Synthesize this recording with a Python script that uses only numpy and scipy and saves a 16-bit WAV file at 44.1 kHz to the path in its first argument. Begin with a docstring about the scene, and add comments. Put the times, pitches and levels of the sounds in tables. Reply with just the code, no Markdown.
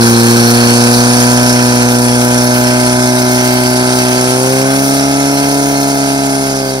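"""The exhaust of a four-cylinder four-stroke engine booms as it drives a portable fire pump flat out.
Each firing sends a pressure pulse and a burst of turbulent gas through a short, resonant pipe.
Behind it, impacts of pistons, valves and tin covers excite the metal, all timed by one crankshaft.
The engine speeds up as the load changes, then sags, and the sound slowly grows weaker.
Its peaks overload a close two-port microphone."""
import sys
import numpy as np
from scipy import signal
from scipy.fft import rfft, irfft
from scipy.io import wavfile
from scipy.ndimage import uniform_filter1d

SR = 44100
rng = np.random.default_rng(int(sys.argv[2]) if len(sys.argv) > 2 else 0)


def transcribe(u):
    """Save the signal u as a 16-bit wav file named by the first command-line argument.

    u: samples, shape (n,) or (channels, n), limited to [-1, 1]; the rate is SR.
    q: integer samples, one column per channel.
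    """
    v = np.clip(np.atleast_2d(u).T, -1, 1)
    q = np.round(v * 32767).astype(np.int16)
    wavfile.write(sys.argv[1], SR, q)


N = 299880
TIME_S = np.arange(N) / SR
BIN_HZ = np.maximum(np.arange(N // 2 + 1) * SR / N, 1)


def from_db(db):
    """Amplitude ratio of a level in decibels."""
    return 10 ** (np.asarray(db) / 20)


def unit_rms(x):
    """Normalisation to unit mean power."""
    return x / np.sqrt(np.mean(x ** 2) + 1e-20)


def in_time(rows):
    """Linear interpolation of a curve at every sample."""
    return np.interp(TIME_S, *np.transpose(rows))


def in_frequency(rows):
    """Interpolation of each column of a spectrum over log frequency."""
    hz, *columns = np.transpose(rows)
    return [np.interp(np.log(BIN_HZ), np.log(hz), column) for column in columns]


def resonance_db(modes, hz):
    """Lorentzian peaks and notches, summed in decibels."""
    return sum(db / (1 + (2 * (hz - centre_hz) / width_hz) ** 2) for centre_hz, width_hz, db in modes)


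def coloured(x, spectrum, modes=()):
    """Minimum-phase filtering: a causal system rings after a pulse, never before."""
    level_db = in_frequency(spectrum)[0] + resonance_db(modes, BIN_HZ)
    cepstrum = irfft(np.log(from_db(level_db)), N)
    cepstrum[1:N // 2] *= 2
    cepstrum[N // 2 + 1:] = 0
    return irfft(rfft(x) * np.exp(rfft(cepstrum)), N)


def drift(corner_hz):
    """Low-pass noise: a slow random fluctuation of unit spread."""
    knots = np.arange(0, N, 32)
    spectrum = rfft(rng.standard_normal(len(knots)))
    slow = irfft(spectrum / (1 + (BIN_HZ[:len(spectrum)] / corner_hz) ** 2), len(knots))
    return np.interp(np.arange(N), knots, unit_rms(slow))


def impulses(times, sizes):
    """Fractional delay: each impulse is shared between two neighbouring samples."""
    sample, fraction = np.divmod(np.clip(times * SR, 0, N - 2), 1)
    sample = sample.astype(int)
    return np.bincount(sample, sizes * (1 - fraction), N) + np.bincount(sample + 1, sizes * fraction, N)


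# Response of the microphone's ports: frequency_hz, left_over_right_db, right_lead_rad, coherence_share
PORT_RESPONSE = [(96, 0.2, 0.24, 0.3), (400, 0.1, 0.58, 1), (920, -2, 1.26, 1), (1230, 0.5, 2.07, 0.63),
                 (1590, -3, 2.1, 1), (2060, -3.5, 2.79, 0.59), (2980, 0.4, 2.71, 1), (3300, 9, 2.24, 0),
                 (3340, -9, 3.7, 0.23), (4010, 8, 6.9, 0.73), (4540, -10, 5.92, 0.84),
                 (5550, -5, 6.2, 0.25), (6660, -3.5, 8.19, 1), (7940, 2, 9.1, 0.89), (8850, 6, 11.4, 0),
                 (9500, 20, 10.9, 0.5), (11100, 17.5, 10.5, 0), (14700, 7, 11, 0.6)]

def ports(direct, scattered=None):
    """Path difference: direct sound reaches the right port first; scattering lowers the coherence."""
    balance_db, lead_rad, coherence = in_frequency(PORT_RESPONSE)
    pair = rfft(direct) * np.exp(0.5j * lead_rad * [[-1], [1]])
    if scattered is not None:
        coherence = np.clip(coherence, 0, 1)
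        pair = np.sqrt(coherence) * pair + np.sqrt(1 - coherence) * rfft(scattered)
    gains = from_db(balance_db / 2 * [[1], [-1]])
    return irfft(pair * gains / np.sqrt(np.mean(gains ** 2, axis=0)), N)


# Engine speed: time_s, firing_rate_hz
ENGINE_SPEED = [(0.0, 117.17), (0.2, 117.03), (0.6, 119.47), (0.85, 120.04), (1.05, 121.43), (1.44, 123.0),
                (1.85, 121.92), (2.25, 122.46), (2.6, 123.26), (3.2, 124.51), (3.7, 124.7), (3.95, 125.63),
                (4.03, 124.78), (4.33, 126.6), (4.7, 135.07), (4.82, 136.82), (5.3, 139.34), (5.61, 139.88),
                (5.8, 138.88), (6.28, 137.15), (6.6, 134.6), (6.8, 131.52)]

def crankshaft():
    """Phase is the integral of frequency: `fired` counts firings, two to a turn, with slight wander."""
    firing_hz = in_time(ENGINE_SPEED)
    fired = np.cumsum(firing_hz * (1 + 0.0005 * drift(12))) / SR
    return fired, firing_hz


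# Cylinders in firing order: relative_pulse_db, delay_ms, puff_db, crack_db
CYLINDER_BALANCE = [(3, 0.244, 9.5, -43), (15.5, -0.032, 8, -15), (8, -0.057, 8, -38),
                    (16.5, -0.0064, 13.5, -28)]

def firings(fired, scatter_db=0.3, jitter_ms=0.01):
    """Cyclic variation: each firing's time and sizes scatter about those of its cylinder."""
    number = np.arange(1, int(fired[-1]))
    pulse_db, delay_ms, puff_db, crack_db = np.array(CYLINDER_BALANCE)[number % len(CYLINDER_BALANCE)].T
    timing, burning = rng.standard_normal((len(number), 2)).T
    times = np.interp(number, fired, TIME_S) + (delay_ms + jitter_ms * timing) / 1000
    return times, from_db(scatter_db * burning) * from_db([pulse_db, puff_db, crack_db])


def puffs(times, sizes, rise_s, decay_s):
    """Exponential relaxation: gas flow swells as a valve opens, then dies away."""
    rise, decay = np.exp(-1 / (rise_s * SR)), np.exp(-1 / (decay_s * SR))
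    poles = np.convolve([1, -rise], [1, -decay])
    return signal.lfilter([1 - rise], poles, impulses(times, sizes) + 1e-18)


def turbulence(spectrum, flow):
    """Turbulent noise follows the flow and reaches the two ports partly coherent."""
    noise = coloured(rng.standard_normal((3, N)) * flow, spectrum)
    return unit_rms(ports(noise[0], noise[1:]))


# Spectrum of turbulence and machine rumble: frequency_hz, relative_density_db
RUMBLE_SPECTRUM = [(20, -16), (45, -16), (110, -4), (280, -2), (480, -4.5), (720, -1), (1100, -2),
                   (1550, 5), (1900, -7.5), (2150, -30.5), (3300, -27.5)]

def rumble(flow):
    """Shallow amplitude modulation: low noise pulses with the flow over a steady floor."""
    return turbulence(RUMBLE_SPECTRUM, flow + 1.2)


# Spectrum of the valve gear's taps: frequency_hz, relative_level_db
CLATTER_SPECTRUM = [(150, -24), (400, -3), (750, -4.5), (1100, -4), (1450, -7), (1750, -5), (1950, -24.5),
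                    (2400, 3.5), (2900, -8), (4000, -21.5)]

def valve_clatter(fired, flow, taps_per_cycle=32):
    """Periodic impacts give a line spectrum: valves and gears tap at the same places in every cycle."""
    cycle = len(CYLINDER_BALANCE)
    places = rng.uniform(0, cycle, taps_per_cycle)
    signs = rng.choice([-1, 1], taps_per_cycle)
    starts = np.arange(0, fired[-1] - cycle, cycle)
    times = np.interp((starts[:, None] + places).ravel(), fired, TIME_S)
    taps = impulses(times, np.tile(signs, len(starts))) * flow
    return unit_rms(coloured(taps, CLATTER_SPECTRUM))


# Spectrum of a piston's impact: frequency_hz, relative_level_db
KNOCK_SPECTRUM = [(60, -13), (700, -20), (1050, -6.5), (1300, -8.5), (1650, 0.5), (1900, -11.5),
                  (2600, -17), (3100, -23), (4500, -37), (9000, -48)]
# Modes of the engine block: centre_hz, width_hz, gain_db
BLOCK_RESONANCES = [(1318.4, 39, 16.5), (1544, 41, 11), (2160, 97, 11), (2700, 64, 17)]

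def piston_knock(fired, lag_firings=0.2, return_share=0.65, jitter_ms=0.04):
    """Alternating impacts ring the block, mainly at odd multiples of the crank's speed."""
    number = np.arange(1, int(fired[-1]) - 1)
    times = np.interp(number + lag_firings, fired, TIME_S)
    times += jitter_ms / 1000 * rng.standard_normal(len(number))
    impacts = impulses(times, np.where(number % 2, 1, -return_share))
    ringing = coloured(impacts, KNOCK_SPECTRUM, BLOCK_RESONANCES)
    # Dispersion: lower bending waves travel more slowly, which spreads each knock.
    travel_s = 0.012 / np.sqrt(BIN_HZ / BLOCK_RESONANCES[0][0])
    dispersion = np.exp(-2j * np.pi * np.cumsum(travel_s) * SR / N)
    return unit_rms(irfft(rfft(ringing) * dispersion, N))


def cover_rattle(times, low_hz=3850, high_hz=7000, modes=28, width_hz=40, scatter_db=4, swell_db=3.5):
    """Impact excitation: each firing shakes the tin covers, whose damped modes swell independently."""
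    pair = np.zeros((2, N))
    radius = np.exp(-np.pi * width_hz / SR)
    modes_hz = np.geomspace(low_hz, high_hz, modes) * rng.uniform(0.99, 1.01, modes)
    for k, hz in enumerate(modes_hz):
        swell, lag, scatter = rng.standard_normal((len(times), 3)).T
        swell = unit_rms(uniform_filter1d(swell, size=40))
        lag_s = 0.002 * np.abs(lag)
        taps = impulses(times + lag_s, from_db(swell_db * swell + scatter_db * scatter))
        poles = [1, -2 * radius * np.cos(2 * np.pi * hz / SR), radius ** 2]
        pair[k % 2] += signal.lfilter([1, 0, -1], poles, taps + 1e-18)
    return unit_rms(ports(pair.sum(axis=0), np.sqrt(2) * pair))


# Thin metallic rings in the hiss: peak_s, length_s, pitch_hz, width_hz, level_over_hiss_db
RING_EVENTS = [(0.15, 0.57, 4170, 70, -14), (0.577, 0.52, 4370, 70, -9), (1.17, 0.65, 4650, 28, -12),
               (1.547, 0.17, 5400, 130, -11), (2.555, 0.25, 4360, 130, -16), (3.752, 0.56, 4680, 130, -10),
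               (6.35, 0.93, 4890, 180, -12)]

def metallic_rings(flow, flutter_db=1.8):
    """Narrow-band noise has pitch: breathy rings swell, flutter and sink, pulsing with the flow."""
    rings = 0
    for peak_s, length_s, hz, width_hz, db in RING_EVENTS:
        envelope = from_db(db + flutter_db * drift(25)) * np.exp(-2 * ((TIME_S - peak_s) / length_s) ** 2)
        phase = 2 * np.pi * hz * TIME_S
        rings += envelope * (drift(width_hz) * np.cos(phase) + drift(width_hz) * np.sin(phase))
    return ports(unit_rms(flow) * rings)


# Spectrum of the rushing gas: frequency_hz, relative_density_db
HISS_SPECTRUM = [(1200, -67), (2150, -58), (2650, -56), (3200, -59.5), (3700, -60.5), (4350, -58),
                 (5500, -51.5), (6500, -57.5), (7700, -57), (8700, -56.5), (9700, -53.5), (11500, -61),
                 (15000, -71)]

def gas_hiss(flow, low_hz=3300, high_hz=12000, bands=44, swell_db=1.9, flutter_db=1.7):
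    """Jet noise of shifting colour: each narrow band swells and flutters independently."""
    spectrum = rfft(turbulence(HISS_SPECTRUM, flow))
    band_number = np.interp(BIN_HZ, np.geomspace(low_hz, high_hz, bands), np.arange(bands))
    hiss = 0
    for k in range(bands):
        band = irfft(spectrum * np.maximum(1 - np.abs(band_number - k), 0), N)
        hiss += from_db(swell_db * drift(4) + flutter_db * drift(25)) * band
    return unit_rms(hiss)


# Pipe resonances that the gas roars in: frequency_hz, relative_density_db
RASP_SPECTRUM = [(400, -23), (540, 2), (700, 0), (860, 4.5), (1080, -26), (1500, -28), (1900, -18),
                 (2130, 15), (2400, -21), (2800, -16), (3080, -1.5), (3400, -21), (6000, -39)]
# Envelope of the rasp: time_s, level_db
RASP_ENVELOPE = [(0, -41), (1.2, -50), (2.5, -31), (3.4, -26), (4.3, -33), (5.1, -29), (6.4, -32),
                 (6.8, -36)]

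def pipe_rasp(flow):
    """Broadband excitation of resonances: gas roars in the pipe, louder after the first seconds."""
    return from_db(in_time(RASP_ENVELOPE)) * turbulence(RASP_SPECTRUM, flow)


# Envelope of the throb: time_s, level_db
THROB_ENVELOPE = [(0, -39), (0.6, -43), (1.3, -36), (2.8, -37.5), (3.6, -41), (4.3, -45), (5, -37),
                  (5.6, -43), (6.8, -42)]

def crank_throb(fired, waver_db=2):
    """A subharmonic at half the firing rate: one throb in each turn of the crank."""
    level_db = in_time(THROB_ENVELOPE) + waver_db * drift(9)
    return np.sqrt(2) * from_db(level_db) * np.cos(np.pi * fired)


# Spectral lines of the growl: multiple_of_firing_rate
GROWL_ORDERS = (2.25, 3.25, 4.25, 4.75, 5.25, 6.25, 7.5)
# Strength of each line at top speed: level_db
GROWL_LEVELS = (-36, -41, -42, -36.5, -41, -39.5, -43)

def growl(fired, firing_hz, unsteady_share=0.43, db_per_hz=0.43):
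    """Sidebands: cylinders burn unequally, adding lines between the harmonics that grow with speed."""
    lines = 0
    for order, db in zip(GROWL_ORDERS, GROWL_LEVELS):
        waver = 1 + unsteady_share * (drift(8.1) + 1j * drift(11))
        lines += from_db(db) * np.real(waver * np.exp(2j * np.pi * order * fired))
    return np.sqrt(2) * from_db(db_per_hz * (firing_hz - firing_hz.max())) * lines


# Spectrum of a pulse leaving the pipe: frequency_hz, relative_level_db
PULSE_SPECTRUM = [(25, -4), (70, 0), (130, 7), (200, 8.5), (300, 9.5), (450, 6.5), (670, 14.5), (860, 5.5),
                  (980, -0.5), (1100, -6.5), (1300, 2.5), (1550, -4), (1850, -22), (2600, -19), (3200, -10),
                  (7000, -25)]
# Peaks and notches from exhaust to microphone, for bark and boom: centre_hz, width_hz, gain_db
PATH_RESONANCES = [(202.5, 7.2, 5.5), (277, 27, 4), (353.4, 2.3, 2), (368, 15, -7), (414.2, 21, -9.5),
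                   (497.7, 9, -14.5), (524, 18, 2.5), (551.7, 17, -8), (578.4, 11.4, -16), (610, 5.1, -2),
                   (617.4, 12, 4), (650, 15.4, -6.5), (706, 5.1, -1), (725.4, 16.6, 4.5),
                   (946.4, 49, -10.5), (1030, 160, 0.5), (1112, 22, -20.5), (1490, 26, 8)]

def exhaust_bark(fired, firing_hz, times, sizes):
    """Source and filter: unequal pulses ring the pipe, above and between the boom's harmonics."""
    pulses = impulses(times, sizes / np.mean(sizes)) * SR / firing_hz - 1
    for k in range(1, len(BOOM_HARMONICS) + 1):   # the low harmonics belong to the boom
        pulses -= 2 * np.cos(2 * np.pi * k * fired)
    return unit_rms(coloured(-pulses, PULSE_SPECTRUM, PATH_RESONANCES))


# Exhaust harmonics from the firing rate upwards: relative_start_db, slope_db_per_s
BOOM_HARMONICS = [(-13.5, -1.72), (-10, -1.5), (-14, -0.1), (-16, -0.78), (-21.5, 0.17), (-26, -0.13),
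                  (-24.5, -0.1), (-16, -3), (-24.5, -2), (-36.5, -1.3), (-30, -3.5)]
# Brief swells and dips of single harmonics: peak_s, length_s, harmonic_number, gain_db
HARMONIC_SWELLS = [(0.1, 0.35, 3, 1), (0.1, 0.35, 4, -2), (0.55, 0.38, 6, 4), (1.25, 0.5, 6, 3),
                   (4.46, 0.25, 2, -2), (4.55, 0.3, 1, 2.5), (5.0, 0.25, 7, -3), (5.5, 0.9, 8, -11),
                   (6.27, 0.25, 4, -11)]

def exhaust_boom(fired, firing_hz, radiation_hz=217, pipe_delay_s=0.00039, ease_at_s=6.35):
    """Fourier series of the firing pulses: speed carries each harmonic through the path's resonances."""
    boom = 0
    easing_s = np.maximum(TIME_S - ease_at_s, 0)
    for k, (start_db, db_per_s) in enumerate(BOOM_HARMONICS, 1):
        level_db = start_db + db_per_s * TIME_S + resonance_db(PATH_RESONANCES, k * firing_hz)
        if k > 1:   # as the engine eases off, the overtones fall faster; the firing note holds
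            level_db -= 15 / k ** 0.19 * easing_s
        for peak_s, length_s, harmonic, db in HARMONIC_SWELLS:
            if harmonic == k:
                level_db += db * np.exp(-2 * ((TIME_S - peak_s) / length_s) ** 2)
        level_db += 0.21 * np.sqrt(k) * drift(22)   # uneven burning: higher harmonics waver more
        phase = 2 * np.pi * k * (fired - firing_hz * pipe_delay_s)
        lead_rad = np.arctan(radiation_hz / (k * firing_hz))   # the open end advances the lowest most
        boom -= np.sqrt(2) * from_db(level_db) * np.cos(phase + lead_rad)
    return boom


# Force of the exhaust, which the hiss and the machine noises follow: time_s, relative_level_db
EXHAUST_FORCE = [(0.06, -15), (0.13, -16), (0.92, -15), (1.86, -18), (3.61, -19), (3.79, -18), (6.44, -22),
                 (6.8, -26.5)]

def scene():
    """Superposition: exhaust tones, impacts and gas noise, locked to one crankshaft, add at the ports."""
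    fired, firing_hz = crankshaft()
    times, (pulse_sizes, puff_sizes, crack_sizes) = firings(fired)
    flow = 0.5 + puffs(times, puff_sizes, rise_s=0.0045, decay_s=0.0014)
    sharp_flow = flow + puffs(times, crack_sizes, rise_s=0.00023, decay_s=0.0021)

    force_db = in_time(EXHAUST_FORCE)
    bark_db = 0.82 * force_db - 7
    knock_db = bark_db + 0.5 - 0.53 * TIME_S
    clatter_db = bark_db - 0.5 - 1.1 * TIME_S
    rumble_db = bark_db - 0.35 * TIME_S

    engine = from_db(0.57) * exhaust_boom(fired, firing_hz)
    engine += from_db(bark_db) * exhaust_bark(fired, firing_hz, times, pulse_sizes)
    engine += from_db(knock_db) * piston_knock(fired)
    engine += crank_throb(fired) + growl(fired, firing_hz)
    engine += from_db(clatter_db) * valve_clatter(fired, flow)
    treble = gas_hiss(sharp_flow) + metallic_rings(flow) + from_db(-7.5) * cover_rattle(times)
    treble *= from_db(force_db + 1.72 + 0.83 * drift(28))   # the treble flickers
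    return ports(engine) + treble + from_db(rumble_db) * rumble(flow) + pipe_rasp(sharp_flow)


def record(dry):
    """Hard clipping: peaks overload the microphone; the offset and the highest treble are removed."""
    overload, stopband_hz = 0.93, 16100
    clipped = np.clip(dry, -overload, overload)
    lowpass = signal.cheby2(20, 60, stopband_hz, fs=SR, output="sos")
    return signal.sosfilt(lowpass, clipped - np.mean(clipped))


dry = scene()
out = record(dry)
transcribe(out)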